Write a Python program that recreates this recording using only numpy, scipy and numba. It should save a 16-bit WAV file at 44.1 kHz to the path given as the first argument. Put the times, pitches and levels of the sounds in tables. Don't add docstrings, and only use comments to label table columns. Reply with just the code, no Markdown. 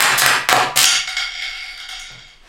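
import sys
import numpy as np
from scipy import signal
from scipy.fft import rfft, irfft
from scipy.io import wavfile
from scipy.ndimage import uniform_filter1d
from numba import njit

SR = 44100
rng = np.random.default_rng(int(sys.argv[2]) if len(sys.argv) > 2 else 0)


def attenuation_scalar(level_db):
    decades = np.asarray(level_db, float) / 20
    return 10 ** decades


def log_audio(samples):
    frames = np.atleast_2d(samples).T
    limited = np.clip(frames, -1, 1)
    pcm = np.round(limited * 32767).astype(np.int16)
    wavfile.write(sys.argv[1], SR, pcm)


N = 109544

# (time [s], level [dB], contact pitch [Hz], sharp crack [dB], frame ring [dB])
BLOWS = [(.0002, 1, 1730, -21, 11), (.005, 15, 1570, 0, -21), (.0197, -20, 1700, -9.5, -13),
         (0.024, 3.5, 1500, 9.5, -18), (.095, -3.5, 1320, -32, 3.5), (.117, -23.5, 990, -16, 1.5),
         (0.2191, 0.5, 1750, -13, 5), (.2415, -8, 1580, -21.5, -4.5), (.2618, 10, 1570, 0.5, -7.5),
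         (.488, 3, 1620, -14, -2.5), (.4955, -4.5, 1670, -0.5, -8), (.5055, -22, 1960, -7, -2.5),
         (.515, -14.5, 1200, -20, 14.5), (.527, 10.5, 900, -8, -3.5), (.566, -3.5, 2360, -34, -0.5),
         (.76, -13, 820, 8, 9.5)]
# (start [s], length [s], level [dB], centre [Hz])
SCRAPES = [
    (0.175, 0.026, -15, 5500),
    (0.7565, 0.088, -18.5, 2760),
]
# (time [s], level [dB])
CHATTER = [
    (.7737, 0),
    (.7903, -1),
    (.8017, -4),
    (.8155, -3),
    (.830, 0),
    (.8418, 0),
]
# (pitch [Hz], level [dB], time to fade by 60 dB [s])
FRAME_TONES = [(142.5, 2.5, .28), (561.6, -7, 0.2), (752, 4, 0.1), (851, -0.5, 0.063), (985.2, -9, 0.4),
               (1200, -3, 0.2), (1416, 2.5, 0.033), (1750, 6, 0.033), (1933, -7.5, 0.3), (2540, -12.5, 0.3),
               (4050, -16, 0.044), (4260, -1, 0.032)]
# (pitch [Hz], width [Hz], level [dB])
LENS_TONES = [(755, 30, -12), (1410, 60, -6), (2195, 70, 2), (2750, 250, -8), (3290, 150, -3),
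              (3740, 80, -2), (4620, 80, -4), (5650, 300, -9), (6650, 320, -10), (8100, 450, -19),
              (9200, 400, -20), (10500, 500, -27), (11900, 500, -28), (13600, 500, -33)]
# (time [s], level [dB], rim click [dB], scuff time to fade by 60 dB [s])
BOUNCES = [(.842, 4.5, -12, 0.022), (.853, -1.5, 13, 0.038), (.95, -15, -31, 0.022),
           (1.073, -15.5, -9, 0.045), (1.166, -12.5, -11.5, .05), (1.179, -19, 1.5, 0.025),
           (1.277, -55, -7, 0.02), (1.42, -24.5, -3.5, 0.15), (1.6, -55, -9, 0.052),
           (1.775, -26.5, 1.5, 0.03), (1.8, -26.5, -4, 0.052), (1.825, -40, -16, 0.025),
           (1.887, -28, 3, 0.16), (1.994, -35.5, 11.5, 0.1), (2.19, -34.5, -7, 0.029),
           (2.28, -46.5, 3, 0.12)]
# (time [s], level [dB], rim share [dB])
SKITTER = [(.85, -10, -18.5), (.95, -27, -34), (1.0, -54, -15), (1.07, -44.5, -11), (1.092, -23.5, 0.5),
           (1.152, -44, -7), (1.202, -21.5, -6), (1.3, -32.5, -15.5), (1.4, -26.5, -12), (1.46, -29, -12),
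           (1.58, -27.5, -7.5), (1.72, -33.5, -6), (1.87, -40, -15), (1.92, -31, -22), (2.07, -38, -27),
           (2.201, -43, -20), (2.33, -52.5, -30.5), (2.4, -81, -20)]
# (time [s], level [dB])
TICKS = [
    (.447, -36),
    (2.103, -57),
    (2.121, -37),
    (2.213, -54),
    (2.278, -51),
    (2.341, -60),
    (2.435, -50),
]
# (pitch [Hz], time [s])
ECHO_FADE = [(125, 0.59), (250, 0.43), (500, 0.34), (1000, 0.42), (2000, 0.41), (4000, 0.36), (8000, 0.26),
             (13500, 0.073)]
# (pitch [Hz], level [dB per Hz])
FLOOR_SPECTRUM = [(12, -7.5), (28, 5), (60, -19), (150, -26), (500, -27.5), (3000, -29), (8000, -42),
                  (16000, -61)]


def unit(x):
    return x / np.sqrt(np.mean(x ** 2))


def band(x, hz, width):
    return signal.lfilter(*signal.iirpeak(min(hz, .45 * SR), hz / width, fs=SR), x)


def fade(t, t60):
    return np.exp(-np.log(1000) * t / t60)


def burst(t60, rise=0.00026):
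    t = np.arange(SR // 10) / SR
    shape = fade(t, t60) * np.minimum(t / rise + 0.17, 1)
    z = rfft(rng.standard_normal(len(t)) * shape)
    even = irfft(z / np.abs(z), len(t))
    return even * shape ** .25 * np.sqrt(np.sum(shape ** 2))


def add(out, s, x):
    i = int(max(s, 0) * SR)
    out[i:i + len(x)] += x[:N - i]


def ring(push, tones):
    t = np.arange(SR // 2) / SR
    luck = 3.2 * rng.standard_normal(len(tones))
    body = np.zeros(len(t))
    for (hz, db, t60), luck_db in zip(tones, luck):
        body += attenuation_scalar(db + luck_db) * np.sin(2 * np.pi * hz * t) * fade(t, t60)
    return signal.fftconvolve(body, push)


def blade():
    chatter_db, chatter_hz, chatter_crack_db, chatter_ring_db = -0.5, 3220, 7, -26
    frame_db = -37
    out = np.zeros(N)
    levering = [(s, db + chatter_db, chatter_hz, chatter_crack_db, chatter_ring_db) for s, db in CHATTER]
    for s, db, hz, crack_db, ring_db in BLOWS + levering:
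        touch = band(burst(t60=0.016), hz, 0.89 * hz)
        snap = burst(t60=0.011)
        crack = band(snap, 7310, 1900) + 0.55 * band(snap, 13100, 3300) + 0.26 * band(snap, 4860, 2800)
        add(out, s, attenuation_scalar(db) * (2.42 * touch + attenuation_scalar(crack_db) * crack))
        add(out, s, attenuation_scalar(db + frame_db + ring_db) * ring(touch, FRAME_TONES))
    for s, length, db, hz in SCRAPES:
        n = int(length * SR)
        grit = rng.standard_normal(n) * attenuation_scalar(rng.exponential(size=n))
        rise = np.minimum(np.arange(n) / (0.0053 * SR), 1)
        add(out, s, attenuation_scalar(db) * unit(band(grit, hz, 1.97 * hz)) * rise)
    return out


def walk(rate):
    k = int(SR / rate)
    steps = np.repeat(rng.standard_normal(N // k + 1), k)
    return 1.3 * uniform_filter1d(steps, k)[:N]


def skitter():
    contacts_per_s, scatter_db, skitter_db = 1500, 4, 9
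    t = np.arange(N) / SR
    times, level_db, rim_db = np.array(SKITTER).T
    hits = (rng.random(N) < contacts_per_s / SR) * rng.standard_normal(N)
    patter = unit(hits * attenuation_scalar(scatter_db * np.minimum(rng.exponential(size=N), 3)))
    patter = patter * attenuation_scalar(np.interp(t, times, level_db) + skitter_db) * (t > times[0])
    return patter, patter * attenuation_scalar(np.interp(t, times, rim_db))


def shell(push, tilt, rock):
    out = np.zeros(N)
    for k, (hz, width, db) in enumerate(LENS_TONES):
        tone = band(push, hz, min(width + 20, hz / 18))
        out += (-1) ** k * attenuation_scalar(tilt * db + rock[k]) * tone
    return out


def lens():
    face, edge = skitter()
    for s, db, rim_db, scuff_t60 in BOUNCES:
        tap = burst(scuff_t60, rise=0.002)
        add(face, s, 8.1 * attenuation_scalar(db) * tap)
        add(edge, s, 4.73 * attenuation_scalar(db + rim_db) * tap)
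    rock = [2.2 * walk(rate=9) for _ in LENS_TONES]
    body = shell(face, 0.92, rock)
    body = body + attenuation_scalar(-15) * band(band(face, 3900, 3800), 3900, 3800)
    body = body + attenuation_scalar(-28.5) * band(band(face, 960, 650), 960, 650)
    dull_body = signal.sosfilt(signal.butter(4, 7200, fs=SR, output="sos"), body)
    rim = band(edge, 7100, 4200)
    return dull_body + shell(rim, 0.67, rock) + 0.053 * rim


def man():
    knee_s, knee_db, knee_hz = 2.102, -32.5, 134
    shuffle_s, shuffle_db, shuffle_rise_s = 2.403, -47.5, 0.09
    out = np.zeros(N)
    t = np.arange(N) / SR
    for s, db in TICKS:
        add(out, s, attenuation_scalar(db) * band(burst(0.005), 13000, 5000))
    thud = burst(0.1)
    low = band(band(thud, knee_hz, 75), knee_hz, 75)
    slap = band(band(thud, 600, 900), 480, 900)
    add(out, knee_s, attenuation_scalar(knee_db) * (5.7 * low + 1.9 * slap))
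    cloth = unit(band(band(rng.standard_normal(N), 1050, 3400), 870, 3600))
    return out + attenuation_scalar(shuffle_db) * np.clip((t - shuffle_s) / shuffle_rise_s, 0, 1) * cloth


def garage(x):
    t = np.arange(SR) / SR
    tail = np.zeros(SR)
    for hz, t60 in ECHO_FADE:
        edges = [hz / np.sqrt(2), hz * np.sqrt(2)]
        octave = signal.butter(2, edges, "band", fs=SR, output="sos")
        tail += signal.sosfilt(octave, rng.standard_normal(SR)) * fade(t, t60)
    tail *= 1 - np.exp(-t / 0.015)
    return signal.fftconvolve(x, tail / np.sqrt(np.sum(tail ** 2)))[:N]


def floor():
    f = np.arange(N // 2 + 1) * SR / N + 1
    hz, db = np.array(FLOOR_SPECTRUM).T
    shape = attenuation_scalar(np.interp(np.log(f), np.log(hz), db))
    return attenuation_scalar(-47.5) * unit(irfft(rfft(rng.standard_normal(N)) * shape, N))


@njit
def limiter(x, top, grab, let_go):
    y, e = np.empty(len(x)), 4 * top
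    for i in range(len(x)):
        a = abs(x[i])
        e += (a - e) * (grab if a > e else let_go)
        y[i] = x[i] * min(1., top / e)
    return y


def scene():
    near = blade() + lens() + man()
    echo = attenuation_scalar(0.5) * garage(near)
    return (near + echo + floor())[None]


def roll_off(x):
    return signal.sosfilt(signal.butter(12, 16370, fs=SR, output="sos"), x)


def record(dry):
    limit_db, grab_s, let_go_s, top_hz = -15, 0.0025, 0.03, 16000
    x = limiter(dry[0], 2 * float(attenuation_scalar(limit_db)), 1 / (grab_s * SR), 1 / (let_go_s * SR))
    top_cut = signal.ellip(8, 0.2, 60, top_hz, fs=SR, output="sos")
    x = signal.sosfilt(top_cut, np.clip(x, -1, 1))
    mix = np.clip(x, -1, 1)[None]
    return roll_off(mix)


dry = scene()
out = record(dry)
log_audio(out)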